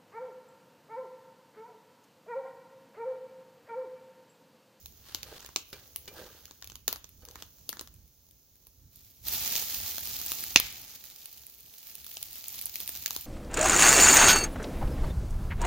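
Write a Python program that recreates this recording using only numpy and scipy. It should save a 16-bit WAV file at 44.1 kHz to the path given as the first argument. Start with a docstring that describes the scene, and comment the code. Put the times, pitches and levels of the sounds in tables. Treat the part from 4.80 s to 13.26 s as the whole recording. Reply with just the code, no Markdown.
"""Hot grease tipped from a pot onto a snowy campfire flashes into a dense sizzle that sinks, swells and spits.
Boiling is banded noise under random droplet bursts; pops and spits are short noise cracks with scatter.
A log cracks hard: damped modes and tearing noise, then an echo and a scattered tail.
Behind it flames rumble as fluttering low noise, embers fizz, the pot knocks on damped modes,
and packed snow and cloth move as random slips and rustling noise. All is heard a metre or two away in a wood."""
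import sys
import numpy as np
from scipy import signal
from scipy.fft import rfft, irfft
from scipy.io import wavfile
from scipy.ndimage import uniform_filter1d

SR = 44100
rng = np.random.default_rng(int(sys.argv[2]) if len(sys.argv) > 2 else 0)


def to_wav(sig):
    """Store sig (one row per channel, or 1-D mono) as 16-bit WAV at the path in sys.argv[1].

    Samples outside -1..1 are clipped; the rate is SR.
    """
    pcm = np.clip(np.atleast_2d(sig), -1, 1) * 32767
    pcm = np.round(pcm).astype(np.int16)
    wavfile.write(sys.argv[1], SR, pcm.T)  # frames by channels


N = 373082
TIME = np.arange(N) / SR

# how hard the grease boils: first drops, full pour, lull, second swell: time_s, boil_db
BOIL = [(4.12, -60.5), (4.42, -63), (4.47, -35.5), (4.72, -32.5), (4.97, -39), (5.62, -38.5), (5.78, -46),
        (6.38, -54.5), (6.42, -50.5), (6.78, -58.5), (7.12, -48.5), (7.22, -52.0), (7.78, -42.5),
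        (7.88, -49), (8.03, -42.5), (8.22, -45), (8.28, -42.5), (8.45, -48.5)]
# low boiling, sizzle and fine spray: level_db at full boil, slope (dB gained per dB of boil)
BOIL_BANDS = [(-49.5, 1.1), (-37, 1.04), (-33, 0.96)]
# spectrum of the boiling grease: frequency_hz, level_db
SIZZLE_SPECTRUM = [(88, -45.5), (150, -10), (334, -12.5), (504, -16.5), (854, -9.5), (1020, -18.5),
                   (1170, -12.5), (1420, -14.5), (1900, -12), (4410, -5), (6770, -6), (7920, -14),
                   (9080, -17.5), (15100, -3.5), (16000, -9.5)]
# loudest pops of the logs and spits of grease: start_s, body_db, crack_db, treble_db, left_minus_right_db
LOUD_POPS = [(0.0586, -54, -40, -38.5, 2), (0.3469, -37, -25.5, -29.5, 2.5), (0.4306, -56, -34, -37, -2),
             (0.6615, -68, -42, -42, 2), (0.7605, -29.5, -19.5, -28, 1.5), (1.16, -46, -32, -27, 3),
             (1.6546, -60, -42.5, -44, 0), (1.955, -48.5, -38, -38.5, 0.5), (2.0792, -26.5, -18, -19.5, 3),
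             (2.1273, -33.5, -27.5, -26, 3), (2.159, -42.5, -38, -40, -1), (2.2427, -51.5, -41.5, -47, -2),
             (2.5563, -41, -41, -43.5, -2), (2.623, -41.5, -35.5, -40.5, 1.5), (2.8914, -40, -28, -26, 4.5),
             (2.9282, -37.5, -36, -40, 0), (2.9698, -45.5, -44, -52, 0), (2.9937, -40, -32.5, -39, 2.5),
             (3.0106, -41, -37.5, -35.5, 1), (3.074, -52.5, -46, -48, 1), (3.869, -59, -51, -46.5, -1),
             (4.7242, -41.5, -31, -26, -2.5), (4.754, -38, -27, -27, 5), (4.7635, -56, -27.5, -38, -1),
             (5.1813, -35, -29.5, -29, 2), (5.462, -47, -39, -27.5, 4), (5.5182, -35, -25.5, -22.5, 1.5),
             (5.7993, -30, -21, -17.5, 1), (6.6663, -74, -51.5, -39.5, -1), (7.1529, -52, -39, -33.5, -1.5),
             (7.265, -50.5, -40.5, -38.5, 3), (7.3693, -44, -33, -47, 4), (7.4277, -50, -32.5, -27.5, 3.5),
             (7.6822, -70, -60, -30, -2), (7.7893, -57, -38, -36, 6), (7.8213, -68, -52, -39, 2),
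             (7.8564, -55, -43, -26, -1), (7.9564, -50, -30.5, -27, 3), (8.0025, -46, -34.5, -29, 4),
             (8.0918, -40.5, -34.5, -27, 2), (8.26, -43, -21.5, -23.5, 4), (8.307, -36, -26.5, -27.5, 4),
             (8.363, -37, -27, -26, 3)]
# spectrum of a pop: frequency_hz, level_db
POP_SPECTRUM = [(50, -16), (300, 3), (700, -5), (1100, 1.5), (1700, 1.5), (2800, -1.5), (4300, -0.5),
                (5500, -2), (6600, 2.5), (8300, -5.5), (11000, -1.5), (15500, -3)]
# quick runs of small ticks from the wood: start_s, length_s, level_db, brightness_db
TICK_RUNS = [(0.585, 0.105, -47.5, -4.5), (1.676, 0.04, -49, -1.5), (1.816, 0.12, -41.5, -0.5),
             (2.451, 0.07, -46.5, 1.5)]
# moments when a log splits: start_s, level_db
LOG_SPLITS = [(5.7596, -3)]
# modes of the split log: frequency_hz, level_db, t60_s
LOG_MODES = [(1980, -9, 0.0083), (2570, -15.5, 0.017), (2724, 2, 0.0075), (3250, -10, 0.0054),
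             (4264, -3, 0.0072), (4990, -8, 0.0073), (6240, -6, 0.0065)]
# spectrum of the tearing fibres: frequency_hz, level_db
TEAR_SPECTRUM = [(40, -22.5), (120, -1), (300, 4), (700, -5), (1100, 3.5), (1500, -9), (2000, -2),
                 (3000, 9), (5000, -9), (6800, -1), (8300, -27.5), (11500, -18), (15500, -11.5)]
# spectrum of what the woodpile sends back: frequency_hz, level_db
PILE_SPECTRUM = [(100, -16), (400, -12.5), (1500, -10.5), (2100, 1), (3000, 1), (4500, 2), (6500, -1),
                 (8300, -22), (12000, -10), (15500, -20)]
# damp wood fizzing in the fire: time_s, level_db
EMBER_LEVEL = [(0, -53), (0.4, -56), (1.45, -51.5), (2.0, -59.5), (2.9, -53.5), (3.15, -59), (4.1, -59.5),
               (4.5, -57)]
# spectrum of the fizz: frequency_hz, level_db
EMBER_SPECTRUM = [(120, -8), (250, -6.5), (450, -8.5), (900, -16.5), (1800, -22.5), (3000, -17.5),
                  (6600, -8.5), (8100, -25), (11000, -15.5), (15500, -4.5)]
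# slow rise and fall of the flames: time_s, level_db
FLAME_LEVEL = [(0, -63.5), (1.95, -63.5), (2.15, -60), (3.05, -59), (3.6, -68.5), (4.3, -63), (4.47, -54.5),
               (5.5, -56.5), (6.1, -62.5), (6.75, -74), (8.45, -59.5)]
# spectrum of the flames: frequency_hz, level_db
FLAME_SPECTRUM = [(20, -21), (40, -11), (64, -2.5), (85, -4), (130, -12), (250, -20.5), (500, -39),
                  (1200, -48.5)]
# dull knocks of the pot being handled: start_s, peak_db
POT_KNOCKS = [(0.929, -28), (1.278, -29.5), (2.421, -50)]
# modes of the pot: frequency_hz, level_db, t60_s
POT_MODES = [(412, 10.5, 0.14), (540, 11.5, 0.043), (1290, -31, .05), (1570, -7, 0.19), (1830, -32, .04),
             (2090, -5, 0.11), (2380, 5, 0.13), (3000, 12, 0.024)]
# packed snow creaking under a shifting knee: peak_s, rise_s, fall_s, level_db
SNOW_CREAKS = [(0.52, 0.11, 0.1, -50.5), (0.94, 0.02, 0.23, -60.5), (1.39, 0.12, 0.21, -48.5),
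               (2.425, 0.016, 0.27, -59.5)]
# hollows in the packed snow: frequency_hz, level_db, t60_s
SNOW_MODES = [(345, -8.5, 0.037), (489, 1, 0.023), (598, -8, 0.049), (808, -6, 0.022), (1227, -10, 0.041),
              (1600, -9, 0.029)]
# a stiff sleeve brushing the jacket: peak_s, rise_s, fall_s, level_db
SLEEVE_BRUSHES = [(0.29, 0.08, 0.13, -53), (0.57, 0.37, 0.26, -49.5), (0.96, 0.034, 0.24, -56),
                  (1.38, 0.088, 0.39, -50), (2.61, 0.16, 0.074, -54.5)]
# spectrum of brushed cloth and scuffs: frequency_hz, level_db
SLEEVE_SPECTRUM = [(200, -2.5), (700, -4), (1500, 0.5), (2300, -5), (3000, 0), (4600, -0.5), (6000, -5.5),
                   (8000, -11.5), (15000, -9)]
# spectrum of the tail among the tree trunks: frequency_hz, level_db
WOOD_SPECTRUM = [(100, -28), (400, -7), (1500, 1), (3000, 3), (6000, -14), (9000, -9.5), (15000, -20.5)]
# part that differs between the two microphone ports, against the common part: frequency_hz, level_db
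PORT_SPREAD = [(60, -20), (300, -18), (1000, -9), (2500, -5), (4500, -3), (8000, -1), (15000, -1)]
# right port's colour against the left: frequency_hz, level_db
PORT_DIFFERENCE = [(100, 4.5), (500, 3), (1100, 2), (2700, 2), (4400, -2.5), (6600, 6), (8700, -5.5),
                   (11000, 4.5), (14000, 2)]
# low, middle and treble bands: low_hz, high_hz
BANDS = [(100, 2200), (2200, 8500), (8500, 17000)]
BAND_FILTERS = [signal.butter(6, edges, "band", fs=SR, output="sos") for edges in BANDS]

POUR_S = 4.11  # the first grease reaches the embers
FULL_BOIL_DB = -34
# from this moment the thin puddle spits harder and steams less
THIN_AT_S, THIN_SPIT_DB, THIN_STEAM_DB = 6.2, 4, -1
RUSH_S = 0.32  # decay of the rush of boiling when a split stirs the embers
THUMP_DB, THUMP_S = -44.5, 0.041  # thump of flame at a split, and its decay
FLUTTER_PER_S, SLIPS_PER_S = 13, 170
TICKS_PER_S, SPITS_PER_S, RUN_GAP_S = 3.5, 12, .022
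# mean lone tick, and mean spit counted from the boil; VARY_DB spreads strength and brightness
TICK_DB, TICK_BRIGHT_DB, SPIT_OVER_DB, SPIT_BRIGHT_DB, VARY_DB = -60, 10, 0.5, 5, 3
# small pop at zero brightness, against its crack; brightness lifts the treble and thins the body
SMALL_BODY_DB, SMALL_TREBLE_DB = -9, -3
SWELL_RANGE_DB = 20  # drop over one rise or fall time
TOP_HZ = 15900


def sizzle():
    """Explosive boiling: droplets burst on the embers over a steam jet; a thin puddle lets single spits stand out."""
    poured = np.interp(TIME, [POUR_S, POUR_S + 0.038], [0, 1])
    thinned = np.where(TIME > THIN_AT_S, 1.0, 0.0)
    levels = [undb(db + slope * (curve(BOIL) - FULL_BOIL_DB)) for db, slope in BOIL_BANDS]
    for index, rush_db in enumerate([-55.5, -45.5]):  # low boiling and sizzle only
        levels[index] = np.hypot(levels[index], undb(rush_db) * after_split(RUSH_S))
    droplets = bursts(rate=2200, scatter_db=3.4, decay_s=.0003, cap_db=17)
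    wide_spits = bursts(rate=110, scatter_db=4.5, decay_s=.0005, cap_db=14)
    sputter = undb(.9 * walk(70) + 1.0 * walk(25))
    sound = 0
    for index, spit_db in enumerate([-9, -7, -6]):
        # small spits sound in one band only, and are the briefest
        small_spits = bursts(rate=260, scatter_db=4.5, decay_s=.0002, cap_db=16)
        spits = np.hypot(wide_spits, small_spits) * undb(spit_db + 2 * thinned)
        steam_and_droplets = (droplets ** 2 + 1) / 2
        envelope = sputter * np.sqrt(steam_and_droplets + spits ** 2)
        part = band(colour(ports(envelope), SIZZLE_SPECTRUM), index)
        sound = sound + unit(part) * levels[index]
    return poured * undb(THIN_STEAM_DB * thinned) * sound


def pop(levels_db, scatter_db, rise_s=0.00059, falls_s=(.0013, .0008, .0006),
        scatter_s=0.032, scatter_tilt_db=(1, 0, 2)):
    """Pressure release: a steam pocket tears open in about a millisecond, treble dying first; logs scatter it."""
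    t = np.arange(SR // 14) / SR
    noise = colour(ports(np.ones(len(t))), POP_SPECTRUM)
    attack = np.minimum(t / rise_s, 1)
    sound = 0
    for db, fall_s, tilt_db, edges in zip(levels_db, falls_s, scatter_tilt_db, BANDS):
        part = signal.sosfilt(signal.butter(2, edges, "band", fs=SR, output="sos"), noise)
        crack = part * attack * np.exp(-np.maximum(t - 2 * rise_s, 0) / fall_s)
        crack = crack / np.std(crack[:, t < .003])
        scatter = unit(part) * np.exp(-t / scatter_s) * np.minimum(t / 0.00052, 1)
        sound = sound + undb(db) * (crack + undb(scatter_db + tilt_db) * scatter)
    return sound


def small_pops(pan_db=1, pan_spread_db=3):
    """Random point process: rows like LOUD_POPS for lone ticks, runs of ticks, and spits that grow with the boil."""
    ticks = [(s, TICK_DB, TICK_BRIGHT_DB) for s in moments(0, POUR_S, TICKS_PER_S)]
    runs = [(s, db, bright_db) for start_s, length_s, db, bright_db in TICK_RUNS
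            for s in moments(start_s, start_s + length_s, 1 / RUN_GAP_S)]
    spit_db = curve(BOIL) + SPIT_OVER_DB + np.where(TIME > THIN_AT_S, THIN_SPIT_DB, 0)
    spits = [(s, spit_db[int(s * SR)], SPIT_BRIGHT_DB) for s in moments(POUR_S, TIME[-1], SPITS_PER_S)]
    rows = []
    for s, db, bright_db in ticks + runs + spits:
        strength, tilt, side = rng.standard_normal(3)
        crack_db = db + VARY_DB * strength
        tilt_db = bright_db + VARY_DB * tilt
        body_db = crack_db + SMALL_BODY_DB - tilt_db
        treble_db = crack_db + SMALL_TREBLE_DB + tilt_db
        rows.append((s, body_db, crack_db, treble_db, pan_db + pan_spread_db * side))
    return rows


def pops(log_scatter_db=-17, spit_scatter_db=-26):
    """Multiple scattering: pops deep between the logs scatter more than spits of grease on top of them."""
    out = np.zeros((2, N))
    for s, body_db, crack_db, treble_db, pan_db in list(LOUD_POPS) + small_pops():
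        scatter_db = log_scatter_db if s < POUR_S else spit_scatter_db
        sound = pop([body_db, crack_db, treble_db], scatter_db)
        add(out, s, sound * undb(np.array([[pan_db], [-pan_db]]) / 2))
    return out


def split(ring_db=-2, tear_db=-5, pile_db=-21, pile_s=0.018, echo_s=0.012, echo_db=-11):
    """Fracture excites modes: tearing fibres ring the log, the ground echoes, the pile scatters (direct, scattered)."""
    direct, scattered = np.zeros((2, 2, N))
    t = np.arange(SR // 5) / SR
    first = t < .003
    for s, db in LOG_SPLITS:
        tone = ring(LOG_MODES, t) * np.minimum(t / 0.0014, 1)  # the ring builds as the tear runs
        tear = colour(ports(t * np.exp(-t / 0.00065)), TEAR_SPECTRUM)
        tone_part = undb(ring_db) * tone / np.std(tone[first])
        tear_part = undb(tear_db) * tear / np.std(tear[:, first])
        crack = tone_part + tear_part
        pile = colour(ports(np.minimum(t / 0.0057, 1) * np.exp(-t / pile_s)), PILE_SPECTRUM)
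        add(direct, s, undb(db) * crack)
        add(direct, s + echo_s, undb(db + echo_db) * band(crack, 1) * np.exp(-t / 0.0039))
        add(scattered, s, undb(db + pile_db) * pile / np.std(pile[:, t < .02]))
    return direct, scattered


def after_split(decay_s):
    """Impulsive excitation: an envelope that jumps up when a log splits, then decays exponentially."""
    return sum((TIME > s) * np.exp(-np.abs(TIME - s) / decay_s) for s, _ in LOG_SPLITS)


def pot():
    """Damped modal response: a short scuffing blow rings the pot, damped by the glove."""
    out, t = np.zeros((2, N)), np.arange(SR // 5) / SR
    for s, peak_db in POT_KNOCKS:
        blow = ports(np.exp(-t / 0.0084))
        ringing = unit(signal.fftconvolve(blow, ring(POT_MODES, t)[None])[:, :len(t)])
        scuff = unit(colour(blow, SLEEVE_SPECTRUM))
        sound = ringing + undb(7.5) * scuff
        add(out, s, sound / np.abs(sound).max() * undb(peak_db))
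    return out


def crunch():
    """Stick-slip: packed snow gives way in dull, hollow slips while cloth brushes on cloth."""
    t, snow = np.arange(SR // 20) / SR, 0
    for hz, db, t60 in SNOW_MODES:
        slips = (rng.random(N) < SLIPS_PER_S / SR) * rng.standard_normal(N)
        snow = snow + undb(db) * unit(signal.oaconvolve(slips, ring([(hz, 0, t60)], t))[:N])
    weave = bursts(rate=690, scatter_db=-0.5, decay_s=0.0013, cap_db=14)
    cloth = unit(colour(ports(weave), SLEEVE_SPECTRUM))
    return unit(snow) * swells(SNOW_CREAKS) + cloth * swells(SLEEVE_BRUSHES)


def embers():
    """Gas escape: sap fizzes finely out of the burning wood, with faint ticks over a steady hiss."""
    fizz = np.hypot(bursts(rate=250, scatter_db=4, decay_s=.0004, cap_db=16), undb(7))
    return unit(colour(ports(fizz), EMBER_SPECTRUM)) * undb(curve(EMBER_LEVEL))


def flames(flutter_db=3):
    """Combustion noise: burning gas flutters in a low rumble, and thumps when a log splits."""
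    flutter = undb(curve(FLAME_LEVEL) + flutter_db * walk(FLUTTER_PER_S))
    level = flutter + undb(THUMP_DB) * after_split(THUMP_S)
    return unit(colour(ports(np.ones(N)), FLAME_SPECTRUM)) * level


def ground(x, echo_s=0.0089, echo_db=-15):
    """Specular reflection: one early, thinner echo off the frozen ground."""
    late = np.pad(x, ((0, 0), (int(echo_s * SR), 0)))[:, :N]
    return undb(echo_db) * colour(late, [(800, -4), (2500, 2), (6500, -0.5), (11000, 0.0)])


def trees(x, wet_db, t60=.5):
    """Diffuse reverberation: tree trunks send back a thin, dull tail; the snow swallows the rest."""
    t = np.arange(SR) / SR
    decay = np.exp(-np.log(1000) * t / t60) * np.minimum(t / 0.0027, 1)
    tail = colour(rng.standard_normal((2, SR)) * decay, WOOD_SPECTRUM)
    tail = tail / np.sqrt(np.sum(tail[0] ** 2))
    return signal.fftconvolve(x, undb(wet_db) * tail, axes=1)[:, :N]


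def undb(db):
    """Logarithmic level: decibels become an amplitude ratio."""
    return 10 ** (np.asarray(db) / 20)


def unit(x):
    """Effective value: scale a signal to an RMS of one."""
    return x / np.sqrt(np.mean(x ** 2))


def curve(rows, column=1):
    """Linear interpolation: a table's column joined by straight lines in time."""
    rows = np.array(rows)
    return np.interp(TIME, rows[:, 0], rows[:, column])


def colour(x, points):
    """Minimum-phase filtering: a causal response with the given (Hz, dB) points, by folding the cepstrum."""
    hz, db = np.transpose(points)
    size = 2048
    grid = np.maximum(np.fft.rfftfreq(size, 1 / SR), 1)
    cepstrum = irfft(np.log(undb(np.interp(np.log(grid), np.log(hz), db))))
    cepstrum[1:size // 2] *= 2
    cepstrum[size // 2 + 1:] = 0
    response = irfft(np.exp(rfft(cepstrum)))
    kernel = response.reshape((1,) * (x.ndim - 1) + (-1,))
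    return signal.oaconvolve(x, kernel, axes=-1)[..., :x.shape[-1]]


def band(x, index):
    """Band-pass filtering: the low (0), middle (1) or treble (2) part of a sound."""
    return signal.sosfilt(BAND_FILTERS[index], x)


def ports(envelope):
    """Spatial coherence: noise under an envelope, alike at both ports in the bass but not in the treble."""
    mid, side = rng.standard_normal((2, len(envelope))) * envelope
    side = colour(side, PORT_SPREAD)
    return np.array([mid + side, mid - side])


def walk(rate):
    """Low-passed random levels: each held 1 / rate s and smoothed twice, with an RMS of one."""
    hold = max(int(SR / rate), 1)
    steps = np.repeat(rng.standard_normal(N // hold + 1), hold)
    return unit(uniform_filter1d(uniform_filter1d(steps, hold), hold)[:N])


def bursts(rate, scatter_db, decay_s, cap_db):
    """Shot noise: tiny decaying bursts at random moments, their sizes spread exponentially in dB."""
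    size = undb(np.minimum(scatter_db * rng.exponential(size=N), cap_db))
    energy = (rng.random(N) < rate / SR) * size ** 2
    decayed = signal.lfilter([1], [1, -np.exp(-1 / (decay_s * SR))], energy)
    return unit(np.sqrt(decayed + 1e-12))


def ring(modes, t):
    """Modal superposition: damped sine modes set off together."""
    return sum(undb(db) * np.sin(2 * np.pi * hz * t) * np.exp(-np.log(1000) * t / t60)
               for hz, db, t60 in modes)


def swells(rows):
    """Exponential growth and decay: movements build to a peak and die away, evenly in dB."""
    return sum(undb(db - SWELL_RANGE_DB * np.maximum((s - TIME) / rise_s, (TIME - s) / fall_s))
               for s, rise_s, fall_s, db in rows)


def moments(start_s, end_s, rate):
    """Jittered point process: irregular times at a mean rate, one somewhere in each slot."""
    slots = np.arange(start_s, end_s - 1 / rate / 2, 1 / rate)
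    return np.minimum(slots + rng.random(len(slots)) / rate, end_s)


def add(out, start_s, sound):
    """Linear superposition: mix a short sound in at a moment."""
    i = max(int(start_s * SR), 0)
    out[:, i:i + sound.shape[1]] += sound[:, :N - i]


def scene():
    """Direct and reflected sound: sharp sounds echo among the trees; the rest stays close to the fire."""
    close = sizzle() + embers() + crunch() + flames()
    crack, scattered = split()
    split_log = crack + scattered + trees(scattered, wet_db=-12.0)
    sharp = pot() + pops()
    return close + split_log + sharp + ground(sharp) + trees(sharp, wet_db=-19.5)


def record(dry):
    """Transduction: each port has its own colour, peaks beyond full scale clip, and the top is cut."""
    left, right = (colour(x, [(hz, sign * db / 2) for hz, db in PORT_DIFFERENCE])
                   for x, sign in zip(dry, (-1, 1)))
    late_left = np.roll(left, 1)  # the fire lies a little to the right
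    heard = np.clip([late_left, right], -1, 1)
    return signal.sosfilt(signal.ellip(10, .2, 70, TOP_HZ, fs=SR, output="sos"), heard)


dry = scene()
out = record(dry)
to_wav(out)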